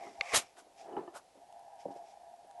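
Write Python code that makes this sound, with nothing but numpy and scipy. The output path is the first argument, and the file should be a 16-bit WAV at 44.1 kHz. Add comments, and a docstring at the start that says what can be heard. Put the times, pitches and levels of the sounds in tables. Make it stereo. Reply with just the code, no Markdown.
"""Rabbit and camera handling

In a quiet room a rabbit scuffs in a plastic litter box, kicks off and hops about on a rug-covered
wooden shelter; each paw blow excites the damped modes of the body it strikes. Close by, on the left,
fingers shift on a hand-held camera: its casing rubs and clicks, a fingertip brushes across the
microphone port, and a small lens motor whirrs."""
import sys
import numpy as np
from scipy import signal
from scipy.fft import rfft, irfft
from scipy.io import wavfile

SR = 44100
rng = np.random.default_rng(int(sys.argv[2]) if len(sys.argv) > 2 else 0)


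def dump(signal):
    """Clip the signal to [-1, 1] and save it as 16-bit WAV at the path in sys.argv[1]."""
    limited = np.clip(np.atleast_2d(signal).T, -1, 1)
    pcm = np.round(limited * 32767).astype(np.int16)
    wavfile.write(sys.argv[1], SR, pcm)


N = 114660
TIME = np.arange(N) / SR
HZ = np.maximum(np.arange(N // 2 + 1) * SR / N, 1)


def from_db(db):
    """Amplitude ratio of a level in decibels."""
    return 10 ** (np.asarray(db) / 20)


def rms_one(x):
    """Normalisation to unit rms."""
    return x / np.sqrt(np.mean(x ** 2) + 1e-20)


def pan(x, right_drop_db):
    """Interchannel level difference: the left keeps its level, the right drops."""
    return x * from_db([[0], [-right_drop_db]])


def noise(spectrum, channels=1):
    """Spectral shaping of white noise by (frequency [Hz], level [dB]) points; unit rms."""
    hz, db = np.transpose(spectrum)
    gain = from_db(np.interp(np.log(HZ), np.log(hz), db))
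    return rms_one(irfft(rfft(rng.standard_normal((channels, N))) * gain, N))


def grain(rate_hz, depth_db):
    """Random amplitude modulation: the uneven gain of sticking and slipping."""
    slow = irfft(rfft(rng.standard_normal(N)) / (1 + (HZ / rate_hz) ** 2), N)
    return rms_one(from_db(depth_db * rms_one(slow)))


def resonant(modes):
    """Forced vibration: friction noise drives steep resonances in steady state; unit rms."""
    out = 0
    for hz, width, db in modes:
        b, a = signal.iirpeak(hz, hz / width / 1.55, fs=SR)  # two passes narrow the band to width
        first_pass = signal.lfilter(b, a, rng.standard_normal(N + SR))
        out = out + from_db(db) * rms_one(signal.lfilter(b, a, first_pass)[SR:])
    return rms_one(out)


def stroke(s, rise, fall):
    """Contact envelope: a Gaussian swell up to time s, then a rounded exponential release."""
    t = TIME - s
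    return np.exp(np.where(t < 0, -(t / rise) ** 2, 1 - np.hypot(1, t / fall)))


def clicks(times, sizes):
    """Brief contact forces idealised as impulses."""
    out = np.zeros(N)
    np.add.at(out, np.clip((times * SR).astype(int), 0, N - 1), sizes)
    return out


def ring(force, hz, t60):
    """Damped oscillator: a unit impulse starts a unit sine that falls 60 dB in t60 seconds."""
    r, w = from_db(-60 / (t60 * SR)), 2 * np.pi * hz / SR
    return signal.lfilter([0, np.sin(w)], [1, -2 * r * np.cos(w), r * r], force + 1e-18)


def low_cut(x, hz):
    """Radiation efficiency: small bodies give off little bass."""
    return signal.sosfilt(signal.butter(3, hz, "high", fs=SR, output="sos"), x)


def paws(hits, modes, focus_db, soft_hz):
    """Modal excitation: the spot struck favours modes near one pitch; soft contact limits the treble."""
    s, db, favoured_hz = np.transpose(hits)
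    spread_db = 3.78 * rng.standard_normal((len(s), len(modes)))
    out = 0
    for k, (hz, mode_db, t60) in enumerate(modes):
        octaves_off = np.abs(np.log2(hz / favoured_hz))
        force = clicks(s, from_db(db + mode_db - focus_db * octaves_off + spread_db[:, k]))
        out = out + (-1) ** k * ring(force, hz, t60)  # neighbouring modes alternate in sign
    softened = signal.sosfilt(signal.butter(4, soft_hz, fs=SR, output="sos"), out)
    return low_cut(softened, hz=112)


def room_air():
    """Stationary noise of room air and microphone hiss, uncorrelated between the sides."""
    # noise spectrum: (frequency [Hz], relative density [dB])
    spectrum = [(25,2),(70,7.5),(160,6),(300,8.5),(450,12),(620,19),(720,22.5),(950,13.5),(1120,3),(2500,1.5),(5000,0),(11000,-3.5)]
    return pan(from_db(-61.5) * noise(spectrum, channels=2), -0.5)


def lens_motor():
    """Structure-borne sound: narrow resonances carry the motor's fluttering whirr through the casing."""
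    # motor envelope: (time [s], level [dB])
    envelope = [(0,-44.5),(.12,-56.5),(.19,-42.5),(.3,-44),(.42,-51.5),(.53,-64),(.73,-67),(.81,-46),(.92,-46),(1.1,-57.5),(1.25,-65),(1.37,-82),(1.42,-51),(1.48,-55.5),(1.6,-46.5),(1.73,-49),(1.98,-45.5),(2.12,-53.5),(2.33,-49),(2.43,-58),(2.49,-45.5),(2.54,-55.5),(2.58,-46.5)]
    # motor resonances: (frequency [Hz], bandwidth [Hz], level [dB])
    modes = [(567,350,-30),(691.7,38.7,2.5),(798,41.3,-1),(943.5,42,-12),(1690,186,-22)]
    level = from_db(np.interp(TIME, *np.transpose(envelope)))
    return pan(level * resonant(modes) * grain(rate_hz=17, depth_db=1.25), 14.5)


def casing_rubs():
    """Stick-slip friction: sliding fingers hiss and ring the casing at a pitch set by the grip."""
    # finger slides: (time [s], rise [s], fall [s], hiss level [dB], ring level [dB], ring pitch [Hz])
    rubs = [(.008,0.027,0.023,-61,-52.5,2090),(0.049,0.016,0.026,-63.5,-52.5,2070),(.09,0.066,0.12,-61.5,-64,2040),(0.261,0.039,0.058,-53.5,-44,2200),(0.328,0.04,0.017,-45.5,-36.5,2154),(.425,0.051,0.046,-63,-64,2430),(.805,0.039,0.029,-57,-65,2380),(1.807,0.019,0.019,-58,-68,2260),(1.916,.01,0.01,-61,-87,2300),(1.964,0.0093,0.013,-59.5,-72,2360),(2.1,0.065,0.026,-62.5,-73,2280)]
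    # friction spectrum: (frequency [Hz], level [dB])
    spectrum = [(200,-22),(600,-13),(1500,1.5),(3300,3.5),(4200,-1),(5400,7),(6500,1.5),(8000,-2),(11000,-11)]
    # casing resonances: (frequency / ring pitch [1], bandwidth / frequency [1], level [dB])
    casing = [(.25,.25,-8),(.52,.13,-7),(.85,.15,-11),(1.0,.1,0),(1.12,.1,-4)]
    hiss, out = noise(spectrum, channels=2), 0
    for s, rise, fall, hiss_db, ring_db, hz in rubs:
        modes = [(ratio * hz, width * ratio * hz, db) for ratio, width, db in casing]
        body = pan(resonant(modes), 21)  # further left than the hiss
        out = out + stroke(s, rise, fall) * (from_db(hiss_db) * hiss + from_db(ring_db) * body)
    return pan(out * grain(rate_hz=110, depth_db=1.2), 14.5)


def paw_scuffs():
    """Sliding friction: litter and rug shift under the paws in grainy swells of noise."""
    # scuffs: (time [s], rise [s], fall [s], level [dB])
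    scuffs = [(.07,.07,0.041,-53),(.62,0.082,0.065,-66),(0.819,0.021,0.033,-62.5),(.9,0.034,0.064,-50.5),(0.978,0.0091,0.034,-44.5),(1.13,0.036,0.032,-62),(1.384,0.031,0.011,-63.5),(1.89,.025,0.067,-57.5)]
    # scuffing spectrum: (frequency [Hz], level [dB])
    spectrum = [(60,-49),(180,-13.5),(360,3.5),(560,-3),(850,-3),(1300,-16),(2200,-27.5),(5000,-42),(11000,-54)]
    effort = sum(from_db(db) * stroke(s, rise, fall) for s, rise, fall, db in scuffs)
    return noise(spectrum)[0] * grain(rate_hz=106, depth_db=1.5) * effort


def box_knocks():
    """Impact excitation: paws set the modes of the plastic litter box ringing."""
    # paw blows: (time [s], relative level [dB], favoured pitch [Hz])
    knocks = [(0.068, -33.5, 750), (0.079, -43.5, 493), (0.658, -64, 401), (0.875, -45.5, 790),
              (0.889, -39, 418), (0.91, -44, 710), (0.925, -39, 720), (0.931, -31.5, 333),
              (0.939, -42, 383), (0.956, -33.5, 460), (0.967, -22.5, 764), (0.974, -27, 397),
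              (0.987, -25.5, 404), (0.994, -52, 480), (1, -44.5, 288), (1.008, -38, 400),
              (1.027, -39.5, 417), (1.047, -41, 355), (1.06, -48, 320), (1.077, -33.5, 810)]
    # box modes: (frequency [Hz], level [dB], t60 [s])
    modes = [(148,-16.5,0.11),(214,-14.5,0.07),(281,-6,0.11),(341.7,1.5,.09),(397,0,0.062),(492,-5,0.081),(689,3,0.054),(821,-0.5,0.062),(991,-0.5,0.049),(1090,-19.5,.07),(1171,-8.5,0.061),(1320,-8.5,0.11),(1767,-8,0.073),(2220,-22,.05),(2976,9,0.03)]
    return from_db(-11) * paws(knocks, modes, focus_db=7, soft_hz=2030)


def room(x, t60_s=0.11, delay_s=0.002, level_db=-11):
    """Reverberation: a short diffuse tail decays exponentially, different at each side."""
    t = TIME[:SR // 2]
    tail = noise([(100, -7), (2000, -16), (10000, -6.5)], channels=2)[:, :SR // 2]
    tail = tail * np.exp(-np.log(1000) * t / t60_s) * (t > delay_s)
    tail = tail / np.sqrt(np.sum(tail ** 2))
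    return from_db(level_db) * signal.fftconvolve(x[None], tail, axes=1)[:, :N]


def finger_bumps():
    """Soft contact: a fingertip landing on and leaving the casing gives dull bursts of noise."""
    # touches: (time [s], level [dB])
    bumps = [(.196,-53.5),(.326,-60),(0.436,-59)]
    touch = sum(from_db(db) * stroke(s, rise=0.005, fall=0.01) for s, db in bumps)
    return pan(touch * noise([(30, 10.5), (150, 2.5), (500, 9), (1500, -22)]), 12)


def casing_snap():
    """Free vibration: a tight cluster of impulses rings the plastic casing in one sharp snap."""
    # impulses: (time [s], level [dB])
    snaps = [(.2094,-23),(.2101,-14),(.2119,-25.5)]
    # casing modes: (frequency [Hz], level [dB], t60 [s])
    modes = [(532,-15.5,0.029),(1160,-17.5,0.02),(2117,2.5,0.016),(2546,2,0.0056),(3580,-11,0.024),(4450,-6.5,0.0052),(6470,-16.5,0.0043),(8350,-32.5,0.0084)]
    s, db = np.transpose(snaps)
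    snap = sum((-1) ** k * ring(clicks(s, from_db(db + mode_db)), hz, t60)
               for k, (hz, mode_db, t60) in enumerate(modes))
    return pan(low_cut(snap, hz=510), 16)


def port_brushes(split_hz=2700, bass_lead_s=0.02):
    """Friction and cavity resonance: skin sweeps the left port, lows first, then hiss and a hollow ring."""
    # sweeps: (time [s], rise [s], fall [s], hiss level [dB], ring level [dB])
    brushes = [(.361,0.018,0.014,-15.5,-40),(0.593,0.02,0.012,-50.5,-52.5),(1.168,0.021,0.012,-50.5,-41)]
    # skin friction spectrum: (frequency [Hz], level [dB])
    skin_spectrum = [(30,-17),(120,-7.5),(300,0),(800,5.5),(1500,3),(3500,1.5),(5000,-1.5),(7000,1),(11000,-4)]
    # port cavity spectrum: (frequency [Hz], level [dB])
    cavity_spectrum = [(300,-39),(550,-3),(700,7.5),(1000,2),(1500,1),(1900,-16.5),(4000,-15.5)]
    skin = noise(skin_spectrum)[0] * grain(rate_hz=340, depth_db=1.5)
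    low = signal.sosfiltfilt(signal.butter(2, split_hz, fs=SR, output="sos"), skin)
    cavity = noise(cavity_spectrum)
    hiss, hollow = 0, 0
    for s, rise, fall, hiss_db, ring_db in brushes:
        early = stroke(s - bass_lead_s, 0.4 * rise, 1.38 * fall)
        late = stroke(s, rise, fall)
        hiss = hiss + from_db(hiss_db) * (low * early + (skin - low) * late)
        hollow = hollow + from_db(ring_db) * cavity * late
    return pan(hiss, 36) + pan(hollow, 16.5)


def shelter_thumps():
    """Cushioned impact: the rug softens each paw blow, so the wooden shelter answers with a dull thump."""
    # paw blows: (time [s], relative level [dB], favoured pitch [Hz])
    thumps = [(1.155, -42.5, 646), (1.351, -50.5, 474), (1.373, -44.5, 274), (1.852, -29, 590),
              (1.856, -28, 560), (1.882, -33, 277), (1.903, -34.5, 660), (1.958, -37, 620),
              (2.443, -48, 692)]
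    # shelter modes: (frequency [Hz], level [dB], t60 [s])
    modes = [(122,-13.5,0.11),(193,-15,0.094),(282.4,-6.5,0.12),(370,-3,0.044),(480,-6,0.071),(563,2.5,0.058),(633,0,0.028),(789,-3,0.052),(940,-4.5,0.044)]
    return from_db(-4.5) * paws(thumps, modes, focus_db=6.5, soft_hz=930)


def casing_ticks(fall_s=0.0009):
    """Broadband transients: tiny dry ticks of the casing die away too fast to have a pitch."""
    # ticks: (time [s], relative level [dB])
    ticks = [(1.5258,-52),(1.5947,-54),(1.7568,-62),(1.941,-60),(2.4727,-60),(2.5116,-53)]
    envelope = sum(from_db(db) * (TIME >= s) * np.exp(-np.abs(TIME - s) / fall_s) for s, db in ticks)
    return pan(from_db(5) * envelope * noise([(200, -10), (1500, 5), (11000, 5)]), 7)


def scene():
    """Superposition: the rabbit with its reverberation, the dry handling noises and the room air."""
    air = room_air()
    box = paw_scuffs() + box_knocks()
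    shelter = shelter_thumps()
    rabbit = pan(box, 0.5) + pan(shelter, 4) + room(box + shelter)
    handling = port_brushes() + casing_rubs() + casing_snap() + casing_ticks() + finger_bumps()
    return air + rabbit + handling + lens_motor()


def record(dry, cutoff_hz=11550):
    """Band limiting: a steep elliptic low-pass removes the top of the treble."""
    return signal.sosfilt(signal.ellip(12, .2, 80, cutoff_hz, fs=SR, output="sos"), dry)


dry = scene()
out = record(dry)
dump(out)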